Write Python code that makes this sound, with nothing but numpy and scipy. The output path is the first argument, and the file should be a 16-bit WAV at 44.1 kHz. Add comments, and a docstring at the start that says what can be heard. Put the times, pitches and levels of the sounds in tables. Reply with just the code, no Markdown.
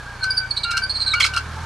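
"""A snowy yard, with a small off-roader labouring at one spot in front of a stereo microphone.
Its slipping drive belt is loudest: it chirps, bows the pulleys into squeals, and rasps when it grabs.
Underneath, the exhaust pulses, fan and valves rush and gears whine as the engine slowly picks up speed.
Trees and sheds return a faint echo of the belt."""
import sys
import numpy as np
from scipy import signal
from scipy.fft import rfft, irfft
from scipy.io import wavfile

SR = 44100
rng = np.random.default_rng(int(sys.argv[2]) if len(sys.argv) > 2 else 0)


def master_out(mix):
    """Clip the mix to full scale and print it as 16-bit PCM to the path in sys.argv[1]."""
    frames = np.transpose(np.atleast_2d(mix))
    ceiling = np.clip(frames, -1, 1)
    pcm = np.round(ceiling * 32767).astype(np.int16)
    wavfile.write(sys.argv[1], SR, pcm)


N = 72765

# Engine speed and exhaust harmonics: time_s, firing_hz, second_db, third_db, fourth_db
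ENGINE_RUN = [(0, 30.96, -41.5, -51, -44.5), (.294, 28.59, -47, -41, -43.5), (.514, 29.09, -44, -45.5, -43),
              (1.0, 32.88, -40, -41, -50.5), (1.65, 41.97, -32, -39.5, -50)]


def belt_chirps():
    """Each slip swells the belt's whistle and drags it flat; a second rib sags less and beats with it."""
    # Slips of the belt: peak_s, rise_s, fall_s, lowest_hz, level_db, flutter_ratio
    slips = [(0.236, 0.0029, 0.0074, 4170, -22, 0.2), (.309, 0.0033, 0.0038, 4730, -14, 0.14),
             (0.32, 0.0023, 0.0039, 4630, -22, 0.14), (0.379, 0.0051, 0.0082, 4640, -14, 0.18),
             (.513, 0.0028, 0.0054, 4340, -16, 0.31), (.574, .005, .010, 3940, -19, 0.97),
             (.640, .004, 0.0082, 3880, -18.5, 1.11), (0.827, 0.0035, 0.0017, 4700, -28.5, 0.14),
             (0.838, 0.0031, 0.00714, 4620, -19.5, 0.14), (.902, .005, 0.01311, 4250, -20, 0.48),
             (.945, 0.0035, 0.0037, 4370, -36, 0.42), (0.963, .008, .010, 4130, -20.5, 0.43),
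             (1.005, 0.00484, 0.01, 4130, -21.5, 0.48), (1.025, 0.0049, 0.0079, 4080, -17.5, .5),
             (1.067, 0.00388, 0.0071, 4153, -21, 0.3), (1.082, 0.00567, 0.0095, 3980, -19, 0.57),
             (1.108, 0.0036, 0.0086, 4070, -26.5, 0.65), (1.123, 0.0057, 0.0044, 3780, -23.5, 0),
             (1.233, 0.0043, .008, 4080, -14, 0)]
    # Faint whistle of the sliding belt: time_s, pitch_hz, level_db
    whistle = [(.19, 4350, -58), (.22, 4290, -33.5), (.29, 5100, -52), (.36, 5000, -36.5),
               (.42, 4700, -47.5), (.62, 4698, -43.5), (.75, 4844, -52), (.87, 4778, -45.5),
               (1.17, 4483, -35), (1.3, 4440, -65)]
    wobble, sag_breadth, rib_sag_share = .031, 1.4, .45
    octave_db, scuff_db = -22, -14
    free_hz = curve(whistle) * (1 + .023 * drift(600))
    main_gain = undb(curve(whistle, axis=2) + 3.95 * drift(120))
    rib_gain, sag_hz = 0, 0
    for peak_s, rise_s, fall_s, lowest_hz, level_db, flutter in slips:
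        t = clock() - peak_s
        away = (t / np.where(t < 0, rise_s, fall_s)) ** 2 / 2
        swell = undb(level_db) * np.exp(-away) / np.hypot(1, flutter)
        main_gain = main_gain + swell
        rib_gain = rib_gain + flutter * swell
        sag_hz = np.maximum(sag_hz, (free_hz - lowest_hz) * np.exp(-away / sag_breadth ** 2))
    rib_hz = (free_hz - rib_sag_share * sag_hz) * (1 + wobble * drift(274.4))
    main_hz = (free_hz - sag_hz) * (1 + wobble * rib_gain / main_gain * drift(640))
    tone = main_gain * np.exp(1j * phase_of(main_hz)) + rib_gain * np.exp(1j * phase_of(rib_hz))
    octave = undb(octave_db) * tone ** 2 / np.hypot(main_gain, rib_gain)
    scuff = unit(resonate(rng.standard_normal(N), hz=3830, width_hz=1160))  # friction noise
    return np.sqrt(2) * (tone + octave).imag + undb(scuff_db) * rib_gain * scuff


def belt_rasps():
    """Stick-slip jerks ring belt and pulleys; a harder grip makes them slower, rougher and brighter."""
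    # Grabs of the belt: start_s, length_s, level_db, grip_fraction
    grabs = [(.24, 0.002, -22, 0.22), (.708, 0.01, -22, 0.03), (.769, 0.0076, -16.5, 0),
             (1.138, 0.002, -15.5, .5), (1.2, 0.0067, -10.5, 0.7), (1.218, 0.0072, -23, 0.99),
             (1.241, 0.012, -16, .95), (1.261, 0.0035, -19.5, 0.4), (1.336, 0.0048, -24.5, .05),
             (1.363, .013, -19, .1)]
    # Resonances of belt and pulleys: pitch_hz, light_rub_db, hard_grip_db
    modes = [(1368, 7, 1.5), (2220, 4, 2.5), (2770, 1, -7), (3160, 0.5, 7), (4145, 4.5, -2.5),
             (4740, 3.5, -3), (5100, -23, -24), (6107, -64, -9), (6470, -53, -47), (8000, -12, -25),
             (9000, -39, -44)]
    rub_hz, grab_hz, jitter, scatter_db = 1386, 1044.7, .07, 2
    mode_q, flicker_db = 14, 6
    grip = np.clip(curve(grabs, axis=3), 0, 1)
    jerk_hz = (rub_hz + grip * (grab_hz - rub_hz)) * np.exp(jitter * (1 + grip) * drift(700))
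    jerk_count = np.floor(phase_of(jerk_hz) / (2 * np.pi))
    jerks = np.diff(jerk_count, prepend=0) * undb(scatter_db * drift(880))
    jerks = signal.sosfilt(signal.butter(4, 950, "high", fs=SR, output="sos"), jerks)
    jerks = signal.sosfilt(signal.butter(2, 9500, fs=SR, output="sos"), jerks)
    ringing, out = 0, 0
    for hz, light_db, hard_db in modes:
        mode_db = light_db + grip * (hard_db - light_db) + flicker_db * drift(195)
        ringing += resonate(jerks, hz, hz / mode_q) * undb(mode_db)
    for start_s, length_s, level_db, _ in grabs:
        shape = envelope(start_s, length_s, attack_s=.0069, release_s=.0074)
        rasp = ringing * shape
        out += undb(level_db) * rasp * np.linalg.norm(shape) / np.linalg.norm(rasp)
    return out


def pulley_squeals():
    """The belt bows a pulley mode into a nearly steady tone with two overtones."""
    # Bowed pulley tones: start_s, length_s, pitch_hz, level_db, overtones_db
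    squeals = [(.209, .16, 1528, -33.5, -26), (0.227, .078, 1528, -27, -49),
               (0.38, 0.075, 1519, -28.5, -29), (.647, 0.054, 1394, -27, -8), (.696, 0.095, 1401, -28, -11),
               (0.738, 0.051, 1554, -27, -43), (0.819, 0.042, 1535, -25, -28),
               (1.061, 0.35, 1529, -33.5, -34), (1.148, 0.041, 1426, -26.5, -7.5),
               (1.348, 0.039, 1389, -26, -14), (1.136, 0.0046, 2266, -16.5, -38),
               (1.232, 0.012, 2230, -20, -22)]
    waver = 1 + .00321 * drift(203.3)
    second_gain, third_gain = (undb(2.5 * drift(80)) for _ in range(2))
    out = 0
    for start_s, length_s, pitch_hz, level_db, overtones_db in squeals:
        phase = phase_of(pitch_hz * waver)
        overtones = second_gain * np.sin(2 * phase) + third_gain * np.sin(3 * phase)
        tone = np.sqrt(2) * (np.sin(phase) + undb(overtones_db) * overtones)
        out += undb(level_db) * tone * envelope(start_s, length_s, attack_s=.0024, release_s=.0089)
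    return out * undb(.4 * drift(84))


def pulley_ring():
    """Light rubbing keeps one pulley mode faintly ringing."""
    # Strength of the ring: time_s, level_db
    levels = [(.1, -60), (.24, -43.5), (.55, -49.5), (.73, -37), (.9, -50), (1.35, -42), (1.5, -55)]
    pitch_hz, width_hz = 2304, 119
    rub = resonate(rng.standard_normal(N), pitch_hz, width_hz)
    return undb(curve(levels)) * unit(resonate(rub, pitch_hz, width_hz))


def exhaust(firing_phase):
    """Muffled firing pulses: four strong harmonics and a fading series above."""
    fundamental_db, upper_db, db_per_order = -47.5, -62.5, -1.5
    out = undb(fundamental_db) * np.cos(firing_phase)
    for k in range(2, 5):
        out += undb(curve(ENGINE_RUN, axis=k)) * np.cos(k * firing_phase)
    for k in range(5, 10):
        out += undb(upper_db + db_per_order * k + 2 * drift(4.3)) * np.cos(k * firing_phase)
    return np.sqrt(2) * out


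def fan_and_valves(firing_phase):
    """Running noise that throbs with the firings and grows towards the end."""
    # Spectrum of fan and valves: frequency_hz, relative_db
    spectrum = [(76, -18), (130, -6.5), (265, -13.5), (314, -15), (730, -14), (864, -10.5), (1060, -9.5),
                (1640, -7), (1970, -19.5), (2170, -19), (4100, -23.5), (4940, -25), (11500, -36.5),
                (15000, -78), (22000, -120)]
    # Strength of their noise: time_s, level_db
    levels = [(0, -38.5), (.5, -39.5), (1.0, -38), (1.4, -36.5), (1.65, -34.5)]
    throb_depth, side_db = .11, -15.5
    mid, side = (unit(colour(rng.standard_normal(N), spectrum)) for _ in range(2))
    gain = undb(curve(levels)) * (1 + throb_depth * np.cos(firing_phase))
    return gain * (mid + undb(side_db) * side * np.array([[1], [-1]]))


def engine_whines():
    """Two gear whines follow the engine's speed; the accessories add brief wavering tones."""
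    # Accessory whines: start_s, length_s, pitch_hz, level_db
    whines = [(0, 0.159, 1624, -40.5), (1.552, 0.13, 880.5, -41)]
    gear_db, gear_orders = -55, (27, 32)
    firing_phase = phase_of(curve(ENGINE_RUN) * (1 + .0019 * drift(39)))
    waver = 1 + .018 * drift(27)
    flicker = undb(2 * drift(27))
    out = undb(gear_db) * sum(np.sin(k * firing_phase) for k in gear_orders)
    for start_s, length_s, pitch_hz, level_db in whines:
        shape = envelope(start_s, length_s, attack_s=.0075, release_s=.024)
        out += undb(level_db) * shape * np.sin(phase_of(pitch_hz * waver))
    return np.sqrt(2) * flicker * out


def yard_echo(x, t60_s):
    """Dense fading reflections off trees and sheds, different left and right."""
    tail = rng.standard_normal((2, N)) * np.exp(-np.log(1000) * clock() / t60_s)
    tail /= np.sqrt(np.sum(tail ** 2, axis=1, keepdims=True))
    return signal.fftconvolve(x[None], tail, axes=1)[:, :N]


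def undb(db):
    """Decibels to gain."""
    return 10 ** (np.asarray(db) / 20)


def unit(x):
    """Scale to rms 1."""
    return x / np.sqrt(np.mean(x ** 2))


def clock():
    """Time of each sample in s."""
    return np.arange(N) / SR


def curve(rows, axis=1):
    """One column of a table, joined by straight lines in time."""
    rows = np.array(rows)
    return np.interp(clock(), rows[:, 0], rows[:, axis])


def colour(x, points):
    """Filter by points of frequency_hz, gain_db."""
    hz, db = np.array(points).T
    f = np.maximum(np.fft.rfftfreq(N, 1 / SR), 1)
    return irfft(rfft(x) * undb(np.interp(np.log(f), np.log(hz), db)), N)


def drift(rate_hz):
    """Smooth random motion of rms 1, with a bandwidth of about rate_hz."""
    f = np.fft.rfftfreq(N, 1 / SR)
    return unit(irfft(rfft(rng.standard_normal(N)) * np.exp(-(f / rate_hz) ** 2), N))


def phase_of(hz):
    """Phase of a moving frequency in radians."""
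    return 2 * np.pi * np.cumsum(hz) / SR


def envelope(start_s, length_s, attack_s, release_s):
    """Smooth rise around the start, hold, exponential release."""
    t = clock() - start_s
    rise = np.sin(np.pi / 2 * np.clip(t / attack_s + .5, 0, 1)) ** 2
    return rise * np.exp(-np.maximum(t - length_s, 0) / release_s)


def resonate(x, hz, width_hz):
    """Band-pass with gain 1 at the centre."""
    return signal.lfilter(*signal.iirpeak(hz, hz / width_hz, fs=SR), x)


def scene():
    """Belt, engine and echo; the belt's treble meets the two microphone ports out of phase."""
    # Stereo balance at the microphone: frequency_hz, left_minus_right_db
    balance = [(60, -2), (360, -1.5), (2100, 1), (4200, -9.5), (6900, -8.5), (9000, -2)]
    side_db, echo_db = -6, -8.5
    firing_phase = phase_of(curve(ENGINE_RUN))
    belt = belt_chirps() + pulley_squeals() + pulley_ring() + belt_rasps()
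    treble = signal.sosfilt(signal.butter(2, 4000, "high", fs=SR, output="sos"), belt)
    side = undb(side_db) * signal.hilbert(treble).imag * np.array([[1], [-1]])
    echo = undb(echo_db) * yard_echo(belt, t60_s=.14)
    engine = exhaust(firing_phase) + fan_and_valves(firing_phase) + engine_whines()
    left, right = belt + side + echo + engine
    return np.array([colour(left, [(hz, db / 2) for hz, db in balance]),
                     colour(right, [(hz, -db / 2) for hz, db in balance])])


def record(dry):
    """The camera rounds the highest peaks and cuts the top of the treble."""
    ceiling, top_hz = .9, 12000
    rounded = dry / (1 + (dry / ceiling) ** 4) ** .25
    return signal.sosfilt(signal.ellip(8, .2, 70, top_hz, fs=SR, output="sos"), rounded)


dry = scene()
out = record(dry)
master_out(out)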